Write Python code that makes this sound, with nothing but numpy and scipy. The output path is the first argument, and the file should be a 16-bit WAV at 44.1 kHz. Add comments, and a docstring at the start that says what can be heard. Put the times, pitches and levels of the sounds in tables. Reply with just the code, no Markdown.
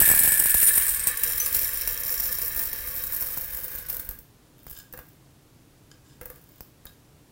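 """A kitchen with a wooden counter: dry macaroni is pushed from a bowl into a steel food flask.
The pieces tick on each other, ring the steel wall until the heap damps it, sound the hollow of the
flask and thump the counter. After four seconds the stream runs out; fingers scrape the last pieces
out of the bowl, and they drop one by one. Short reflections and a low room murmur surround it all."""
import sys
import numpy as np
from scipy import signal
from scipy.fft import rfft, irfft
from scipy.io import wavfile

SR = 44100
rng = np.random.default_rng(int(sys.argv[2]) if len(sys.argv) > 2 else 0)


def generate_wav(signal):
    """Clip the signal to [-1, 1] and save it as 16-bit WAV at the path in sys.argv[1]."""
    frames = np.transpose(np.atleast_2d(signal))
    scaled = np.clip(frames, -1, 1) * 32767
    pcm = np.round(scaled).astype(np.int16)
    wavfile.write(sys.argv[1], SR, pcm)


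N = 322776
TIME = np.arange(N) / SR
POURING = np.interp(TIME, [4.13, 4.23], [1, 0])  # the stream runs out
SETTLING = np.interp(TIME, [3.92, 4.24], [1, 0])  # the heap comes to rest


def amp(db):
    return 10 ** (np.asarray(db) / 20)


def unit_rms(x):
    return x / np.sqrt(np.mean(x ** 2) + 1e-20)


def value_at(points, hz):
    point_hz, value = np.transpose(points)
    return np.interp(np.log(hz + 1), np.log(point_hz + 1), value)


def curves(rows):
    times, *columns = np.transpose(rows)
    return [np.interp(TIME, times, column) for column in columns]


def add(mix, start_s, sound):
    part = mix[max(round(start_s * SR), 0):][:len(sound)]
    part += sound[:len(part)]


def blows(start_s, level_db):
    """One impulse for each event."""
    out = np.zeros(N)
    for at, gain in zip(start_s, amp(level_db)):
        add(out, at, np.array([gain]))
    return out


def patter(per_s, spread_db):
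    """Random impacts of uneven size and sign, rms 1."""
    size = amp(spread_db * np.minimum(rng.exponential(1, N), 3))
    return unit_rms(size * rng.choice([-1, 1], N) * (rng.random(N) < per_s / SR))


def colour(x, eq, size=2048):
    """Causal EQ that keeps the power of white noise, so only the curve's shape counts."""
    log_gain = np.log(amp(value_at(eq, abs(np.fft.fftfreq(size, 1 / SR)))))
    taps = np.fft.ifft(np.exp(np.conj(signal.hilbert(log_gain)))).real[:size // 2]
    return signal.oaconvolve(x, taps / np.linalg.norm(taps))[:N]


def ring(x, hz, t60):
    """A mode: each unit impulse starts a dying sine of height 1."""
    r, w = np.exp(-np.log(1000) / (t60 * SR)), 2 * np.pi * hz / SR
    return signal.lfilter([0, r * np.sin(w)], [1, -2 * r * np.cos(w), r * r], x + 1e-18)


def resonate(x, hz, width_hz):
    """A resonance of gain 1 that follows the curve hz."""
    turn, r = np.exp(2j * np.pi * np.cumsum(hz) / SR), np.exp(-np.pi * width_hz / SR)
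    return 2 * (turn * signal.lfilter([1 - r], [1, -r], x * turn.conj() + 1e-18)).real


def chatter(t60, rise_s, size=2600):
    """A hard piece touches down, skids and buzzes to rest within milliseconds."""
    t = TIME[:size]
    attack = 1 - np.exp(-(t + 1 / SR) / rise_s)
    return rng.standard_normal(size) * attack * np.exp(-np.log(1000) * t / t60)


def bursts(start_s, level_db, t60, rise_s):
    """One chatter for each event."""
    out = np.zeros(N)
    for at, gain in zip(start_s, amp(level_db)):
        add(out, at, gain * chatter(t60, rise_s))
    return out


def pieces(impacts, t60, rise_s=.00018, count=16):
    """Every impact belongs to one of many pieces, each with its own chatter of unit energy."""
    which, out = rng.integers(0, count, N), np.zeros(N)
    shapes = [chatter(t60 * k, rise_s * k) for k in np.geomspace(.5, 2, count)]
    shapes = [shape / np.linalg.norm(shape) for shape in shapes]
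    for at in np.flatnonzero(impacts):
        add(out, TIME[at], impacts[at] * shapes[which[at]])
    return out


# Tone of the room bed: freq_hz, gain_db
ROOM_EQ = [(15, -36.5), (25, -10), (53, -7.5), (91, -7), (129, -1), (204, -13), (305, -7.5), (340, -13.5),
           (848, -23), (970, -22.5), (1710, -27.5), (15500, -33)]
def room_tone(level_db=-55.5):
    """Steady low murmur of the room with a faint hiss."""
    gain = amp(value_at(ROOM_EQ, np.fft.rfftfreq(N, 1 / SR)))
    return amp(level_db) * unit_rms(irfft(rfft(rng.standard_normal(N)) * gain, N))


def slumps(start_s, level_db, rise_s=.00607, fall_s=.021):
    """Each strike brings down more pieces: a quick swell that dies away."""
    t = TIME[:SR // 2]
    swell = (1 - np.exp(-t / rise_s)) * np.exp(-t / fall_s)
    return abs(signal.oaconvolve(blows(start_s, level_db), swell)[:N])


# Flow of pasta leaving the bowl: time_s, level_db
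POUR_FLOW = [(0, -16), (.5, -18), (.74, -23), (.96, -24.5), (1.12, -37), (1.3, -27), (1.75, -29),
             (2.12, -26), (2.5, -28.5), (2.9, -29), (3.18, -26), (3.7, -32), (4.06, -36.5), (4.2, -68)]
def pour_level(clump_db=1.7, clumps_per_s=30, slump_db=-21):
    """The stream leaves the bowl in uneven clumps and surges after each hard strike."""
    hit_s, hit_db, _ = np.transpose(HARD_HITS)
    clump_s = np.arange(0, TIME[-1] + 1, 1 / clumps_per_s)
    clumps_db = clump_db * np.interp(TIME, clump_s, rng.standard_normal(len(clump_s)))
    stream = amp(curves(POUR_FLOW)[0] + clumps_db)
    return POURING * np.hypot(stream, amp(slump_db) * slumps(hit_s, hit_db))


# Accents, the hardest strikes in the pour: start_s, level_db, counter_knock_db
HARD_HITS = [(.002, 0.5, -30), (.015, -7, -14.5), (0.077, -6, -20.5), (.101, -5.5, -16.5), (.114, -3, -16),
             (.139, -14, -19), (.174, -9, -38), (0.234, -2.5, -34), (.276, -3, -19.5), (.32, -4, -27),
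             (.398, -4, -22), (.458, -5, -21.5), (.547, -9.5, -17), (0.593, -14, -40), (.63, -4, -24),
             (.671, -5, -28.5), (.684, -5.5, -38), (0.762, -11, -28), (.777, -5, -21.5), (1.071, -6, -22.5),
             (1.078, -11.5, -45), (1.172, -14, -46), (1.235, -6.5, -45), (1.401, -11.5, -44),
             (1.461, -11.5, -45), (1.546, -8, -41), (1.615, -15.5, -47), (1.811, -15, -47),
             (1.875, -8, -26), (2.141, -13, -46), (2.326, -12, -44), (2.418, -13, -44), (2.593, -10.5, -46),
             (2.73, -13, -44), (3.145, -14, -41), (3.223, -9.5, -33), (3.373, -13, -26),
             (3.647, -17.5, -45), (3.898, -10.5, -46)]
# Tone of pasta on steel: freq_hz, gain_db
ON_STEEL_EQ = [(300, -38.5), (2500, -14), (4500, -22.5), (5400, -19.5), (6300, -23), (8200, -10.5),
               (10300, -7.5), (11200, -1.5), (14000, -7), (16000, 0)]
# Tone of pasta on pasta: freq_hz, gain_db
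ON_PASTA_EQ = [(300, -16.5), (1500, -18), (3500, -25.5), (5500, -16.5), (6500, -17.5), (9000, -12),
               (11000, -6.5), (13000, -1), (15300, 2)]
def pasta_ticks(pour, last_ticks):
    """Pieces tick on the bare steel floor, then on each other as the heap covers it."""
    hit_s, hit_db, _ = np.transpose(HARD_HITS)
    density = np.interp(TIME, [3.45, 3.9], [1, .3])  # the stream breaks up into separate pieces
    stream = pour * patter(per_s=480 * density, spread_db=6) * np.sqrt(density.mean() / density)
    accents = amp(-4) * bursts(hit_s, hit_db, t60=.039, rise_s=.00075)
    ticks = accents + pieces(stream, t60=.036, rise_s=.00032) + last_ticks
    bare = np.interp(TIME, [.7, 2], [1, 0])
    on_steel = amp(-1.5) * colour(ticks * np.sqrt(bare), ON_STEEL_EQ)
    return on_steel + colour(ticks * np.sqrt(1 - bare), ON_PASTA_EQ)


# Steel modes, each speaking while the heap lies near its belly:
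# pitch_hz, level_db, t60_s, strongest_at_s, span_s
STEEL_MODES = [(5400, -31, .016, 1.9, 1.4), (5593, -24, .012, 1.96, 0.76), (6830, -42.5, 0.0479, .2, .2),
               (7250, -28.5, 0.034, 1.5, .9), (8100, -28, 0.11, .1, 0.76), (8250, -13, .014, 0.98, 0.13),
               (9060, -25.5, .025, 0.68, 1.4), (9550, -19, 0.061, 0.78, 0.36),
               (10400, -28.5, 0.066, .1, .5), (10930, -21.5, 0.02, 0.44, 1.7),
               (11770, -23.5, .03, 0.35, .5), (12340, -21.5, 0.038, 0.94, 1), (13250, -24.5, .02, 1.6, 1.2),
               (14100, -16, 0.021, .8, 1.3), (14550, -25, .03, 1.8, 2.2)]
def steel_wall(pour, pair_split=.005):
    """Each blow lands on another spot and rings its own blend of modes, which come in close pairs."""
    hit_s, hit_db, _ = np.transpose(HARD_HITS)
    grazes = pour * patter(per_s=90, spread_db=2.5)  # only some pieces meet the wall
    impacts = amp(7) * blows(hit_s, hit_db) + amp(-8) * grazes
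    at, out = np.flatnonzero(impacts), np.zeros(N)
    for hz, db, t60, strongest_s, span_s in STEEL_MODES:
        angle = 2 * np.pi * rng.random(len(at))
        force = amp(db) * impacts[at] * np.exp(-.5 * ((TIME[at] - strongest_s) / span_s) ** 2)
        for spot, side in ((np.cos(angle), -1), (np.sin(angle), 1)):
            push = np.zeros(N)
            push[at] = force * spot
            out += ring(push, hz * (1 + side * pair_split / 2), t60)
    return out


# Tone of the heap's crunch and of the cracks: freq_hz, gain_db
HEAP_EQ = [(150, -17), (800, -20.5), (1300, -7), (2200, -7.5), (3500, -13.5), (5500, -6.5), (12000, -26)]
def cracks():
    """The hard edge of each strike, stronger where it also knocks the counter."""
    hit_s, hit_db, hit_knock_db = np.transpose(HARD_HITS)
    last_s, _, _, last_knock_db = np.transpose(LAST_DROPS)
    start_s = np.r_[hit_s, hit_s, last_s]
    level_db = np.r_[hit_db - 24, hit_knock_db - 9, last_knock_db - 5]
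    return colour(bursts(start_s, level_db, t60=.0047, rise_s=.0002), HEAP_EQ)


# Body of the wooden counter: pitch_hz, level_db, t60_s
COUNTER_MODES = [(49, -13, .075), (123.5, -10, 0.028), (690, 6.5, 0.002), (1930, -1.5, .0012)]
def counter():
    """The flask passes landings to the wood: hard knocks from its bare floor, thumps through the heap."""
    hit_s, _, hit_knock_db = np.transpose(HARD_HITS)
    last_s, last_db, _, last_knock_db = np.transpose(LAST_DROPS)
    on_floor = amp(-51) * patter(per_s=110, spread_db=4) * np.interp(TIME, [.28, .5], [1, 0])
    landings = on_floor + amp(2) * (blows(hit_s, hit_knock_db) + blows(last_s, last_knock_db))
    knocks = sum((-1) ** (k + 1) * amp(db) * ring(landings, hz, t60)
                 for k, (hz, db, t60) in enumerate(COUNTER_MODES))
    thump_db = np.interp(TIME, [0, 1.2, 3.3, 4.2], [-67.5, -64, -65.5, -68.5])
    thumps = amp(thump_db) * POURING * patter(per_s=93, spread_db=2)
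    thumps += amp(-13) * blows(last_s, last_db)
    return knocks - ring(thumps, hz=46.2, t60=.063) + amp(-2.5) * ring(thumps, hz=95, t60=.02)


def crunch(level, per_s, spread_db):
    """Pieces settle against each other in many tiny impacts."""
    return level * pieces(patter(per_s, spread_db), t60=.004)


# Upper air modes of the flask: pitch_hz, width_hz, level_db, change_when_empty_db
AIR_MODES = [(906, 12, -.5, -15), (1138, 37, -4, -5), (1237, 68.4, -8, -12.5), (1618, 82, -1.5, 12),
             (1774, 49, 4.5, 15.5), (1926, 110, -3.5, 9.5), (2215, 94, -5, 9), (2386, 120, -9, 14),
             (2620, 150, -8.5, -9.5), (3238, 100, -10, -3.5), (3953, 54, -7, -7)]
# The growing heap retunes the air: time_s, lowest_mode_hz, upper_pitch_ratio
AIR_TUNING = [(0, 478.5, 0.99), (1.6, 489, 0.98), (2.8, 497, .99), (3.6, 510, 0.94), (4.2, 495, 0.89)]
# Tone of a lone piece tumbling on the heap: freq_hz, gain_db
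TUMBLE_EQ = [(150, -9.5), (360, 3), (700, -1.5), (1100, -3), (1650, 5), (2000, -4), (2900, -15.5),
             (8000, -19)]
def flask_hollow(tumbles, fade_db_per_s=3.5, low_fade_db_per_s=1.6):
    """Crunch and tumbles leave through the flask's air: returns the hollow rattle and its low note."""
    low_hz, retune = curves(AIR_TUNING)
    hit_s, _, _ = np.transpose(HARD_HITS)
    swell = slumps(hit_s, np.zeros(len(hit_s)))
    empty = np.interp(TIME, [.22, 1.06], [1, 0])
    level = SETTLING * amp(-37 - fade_db_per_s * TIME - 7.5 * empty) * (1 + .55 * swell)
    drive = crunch(level, per_s=1400, spread_db=4.5) + amp(-4.5) * tumbles
    # neighbouring modes of a pipe radiate with opposite signs
    upper = sum((-1) ** k * resonate(drive * amp(db + empty * empty_db), hz * retune, width_hz)
                for k, (hz, width_hz, db, empty_db) in enumerate(AIR_MODES))
    upper = signal.sosfilt(signal.butter(2, 850, "high", fs=SR, output="sos"), upper)
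    wake_db = np.interp(TIME, [.4, 1.32], [-12, 0])  # the low note wakes once pieces land on a heap
    low_level = SETTLING * amp(-45 - low_fade_db_per_s * TIME + wake_db) * (1 + .86 * swell)
    low_drive = crunch(low_level, per_s=1400, spread_db=3) + amp(8) * tumbles
    low_note = resonate(resonate(low_drive, low_hz, width_hz=30), low_hz, width_hz=85)
    broadband = amp(-5.5) * colour(crunch(level, per_s=450, spread_db=3), HEAP_EQ)
    broadband += amp(5.5) * colour(tumbles, TUMBLE_EQ)
    return amp(15) * upper + broadband, amp(23.5) * low_note


# Clinks on the steel lip: start_s, pitch_hz, level_db, t60_s
LIP_CLINKS = [(1.4, 6070, -20.5, 0.064), (1.4012, 9500, -24, 0.033), (6.8674, 3830, -49, 0.09)]
def lip_clinks():
    """A piece catches the lip of the flask and rings a clear note."""
    return sum(ring(blows([start_s], [db]), hz, t60) for start_s, hz, db, t60 in LIP_CLINKS)


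# The stragglers: start_s, tick_db, tumble_db, counter_knock_db
LAST_DROPS = [(4.0897, -16, -52, -35), (4.11, -22, -49.5, -56), (4.1884, -27, -66, -60),
              (4.667, -29, -66, -33.5), (4.711, -23.5, -67, -58), (4.7304, -31, -70, -58),
              (4.775, -30, -77, -65), (4.787, -28.5, -78, -65), (4.926, -28.5, -68, -60),
              (4.936, -27, -44.5, -52), (4.9746, -29, -49, -47), (4.9895, -30, -47, -34),
              (6.2124, -26.5, -44.5, -36), (6.2305, -36, -55, -60), (6.2562, -24.5, -50, -52),
              (6.3006, -27.5, -48, -50), (6.3586, -36.5, -57, -65), (6.6067, -27.5, -64.5, -31.5),
              (6.8538, -26.5, -51.5, -39.5)]
def last_pieces():
    """Lone pieces land on the heap: returns their sharp ticks and their longer tumbles."""
    start_s, tick_db, tumble_db, _ = np.transpose(LAST_DROPS)
    ticks = amp(2) * bursts(start_s, tick_db, t60=.017, rise_s=.00063)
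    return ticks, bursts(start_s, tumble_db, t60=.053, rise_s=.00072)


def finger_push(start_s, length_s, attack_s=.0081, release_s=.034):
    """A push of the fingers sets in quickly, holds and dies away."""
    attack = np.clip((TIME - start_s) / attack_s, 0, 1)
    return attack * np.exp(-np.maximum(TIME - start_s - length_s, 0) / release_s)


# Fingers push pieces along the bowl: start_s, length_s, scrape_db, ticking_db
FINGER_PUSHES = [(4.576, 0.029, -69, -48), (4.66, 0.079, -62.5, -45), (4.756, 0.035, -54, -57),
                 (5.0, 0.11, -92, -60), (6.039, 0.09, -65, -68), (6.25, .36, -72.5, -60)]
# Pieces nudged against the bowl: start_s, level_db
BOWL_TAPS = [(4.679, -46.5), (4.726, -43), (4.749, -45), (4.7991, -39.5), (5.9145, -41), (6.8674, -41)]
# Ring of the bowl: pitch_hz, level_db, t60_s
BOWL_MODES = [(1640, -8, 0.034), (3223, -7, .017), (3720, -8.5, .015), (5140, -8, 0.032),
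              (7340, -13.5, 0.011)]
# Tone of pasta rubbing along the bowl: freq_hz, gain_db
RUB_EQ = [(500, -22), (1200, -14.5), (2300, -9), (3200, 4.5), (4300, 0), (5150, 3), (6200, -1), (7500, 2),
          (10000, -5), (15000, -21)]
def bowl_scrape():
    """The last pieces rub and tap along the bowl, ring it and tick lightly on each other."""
    scrape_level, tick_level = sum(amp(levels_db)[:, None] * finger_push(start_s, length_s)
                                   for start_s, length_s, *levels_db in FINGER_PUSHES)
    rub = scrape_level * patter(per_s=900, spread_db=4.5)
    taps = amp(15.5) * blows(*np.transpose(BOWL_TAPS))
    contact = pieces(rub + taps, t60=.017)
    ticking = pieces(tick_level * patter(per_s=330, spread_db=9.5), t60=.008)
    ringing = sum(amp(db) * ring(contact, hz, t60) for hz, db, t60 in BOWL_MODES)
    return amp(-16) * ringing + colour(contact, RUB_EQ) + colour(ticking, ON_PASTA_EQ)


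# Reverb time of the kitchen: freq_hz, t60_s
KITCHEN_DECAY = [(100, 0.3), (1000, 0.37), (5000, 0.29), (15000, 0.27)]
def kitchen_reverb(send, size=24000):
    """Reflections off tiles and counter; the treble dies first."""
    taps = rng.standard_normal(size) * (rng.random(size) < .15) * (TIME[:size] > .004)
    hz, t, spectrum = signal.stft(taps, SR, nperseg=256)
    decay = np.exp(-np.log(1000) * t / value_at(KITCHEN_DECAY, hz)[:, None])
    tail = signal.istft(spectrum * decay, SR, nperseg=256)[1]
    return signal.oaconvolve(send, tail / np.linalg.norm(tail))[:N]


def scene():
    """Mono mix of flask, counter and bowl in the kitchen; the lows stay nearly dry."""
    pour = pour_level()
    last_ticks, tumbles = last_pieces()
    hollow, low_note = flask_hollow(tumbles)
    rattle = pasta_ticks(pour, last_ticks) + steel_wall(pour) + cracks() + hollow + lip_clinks()
    lows = counter() + low_note
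    scrape = bowl_scrape()
    reverb = kitchen_reverb(amp(-5) * rattle + amp(-5.5) * scrape + amp(-27) * lows)
    return (rattle + scrape + lows + reverb + room_tone())[None]


def record(dry, cutoff_hz=15850):
    """A steep low-pass takes off the very top."""
    lowpass = signal.firwin(401, cutoff_hz, window=("kaiser", 8), fs=SR)
    return signal.oaconvolve(dry, lowpass[None], "same")


dry = scene()
out = record(dry)
generate_wav(out)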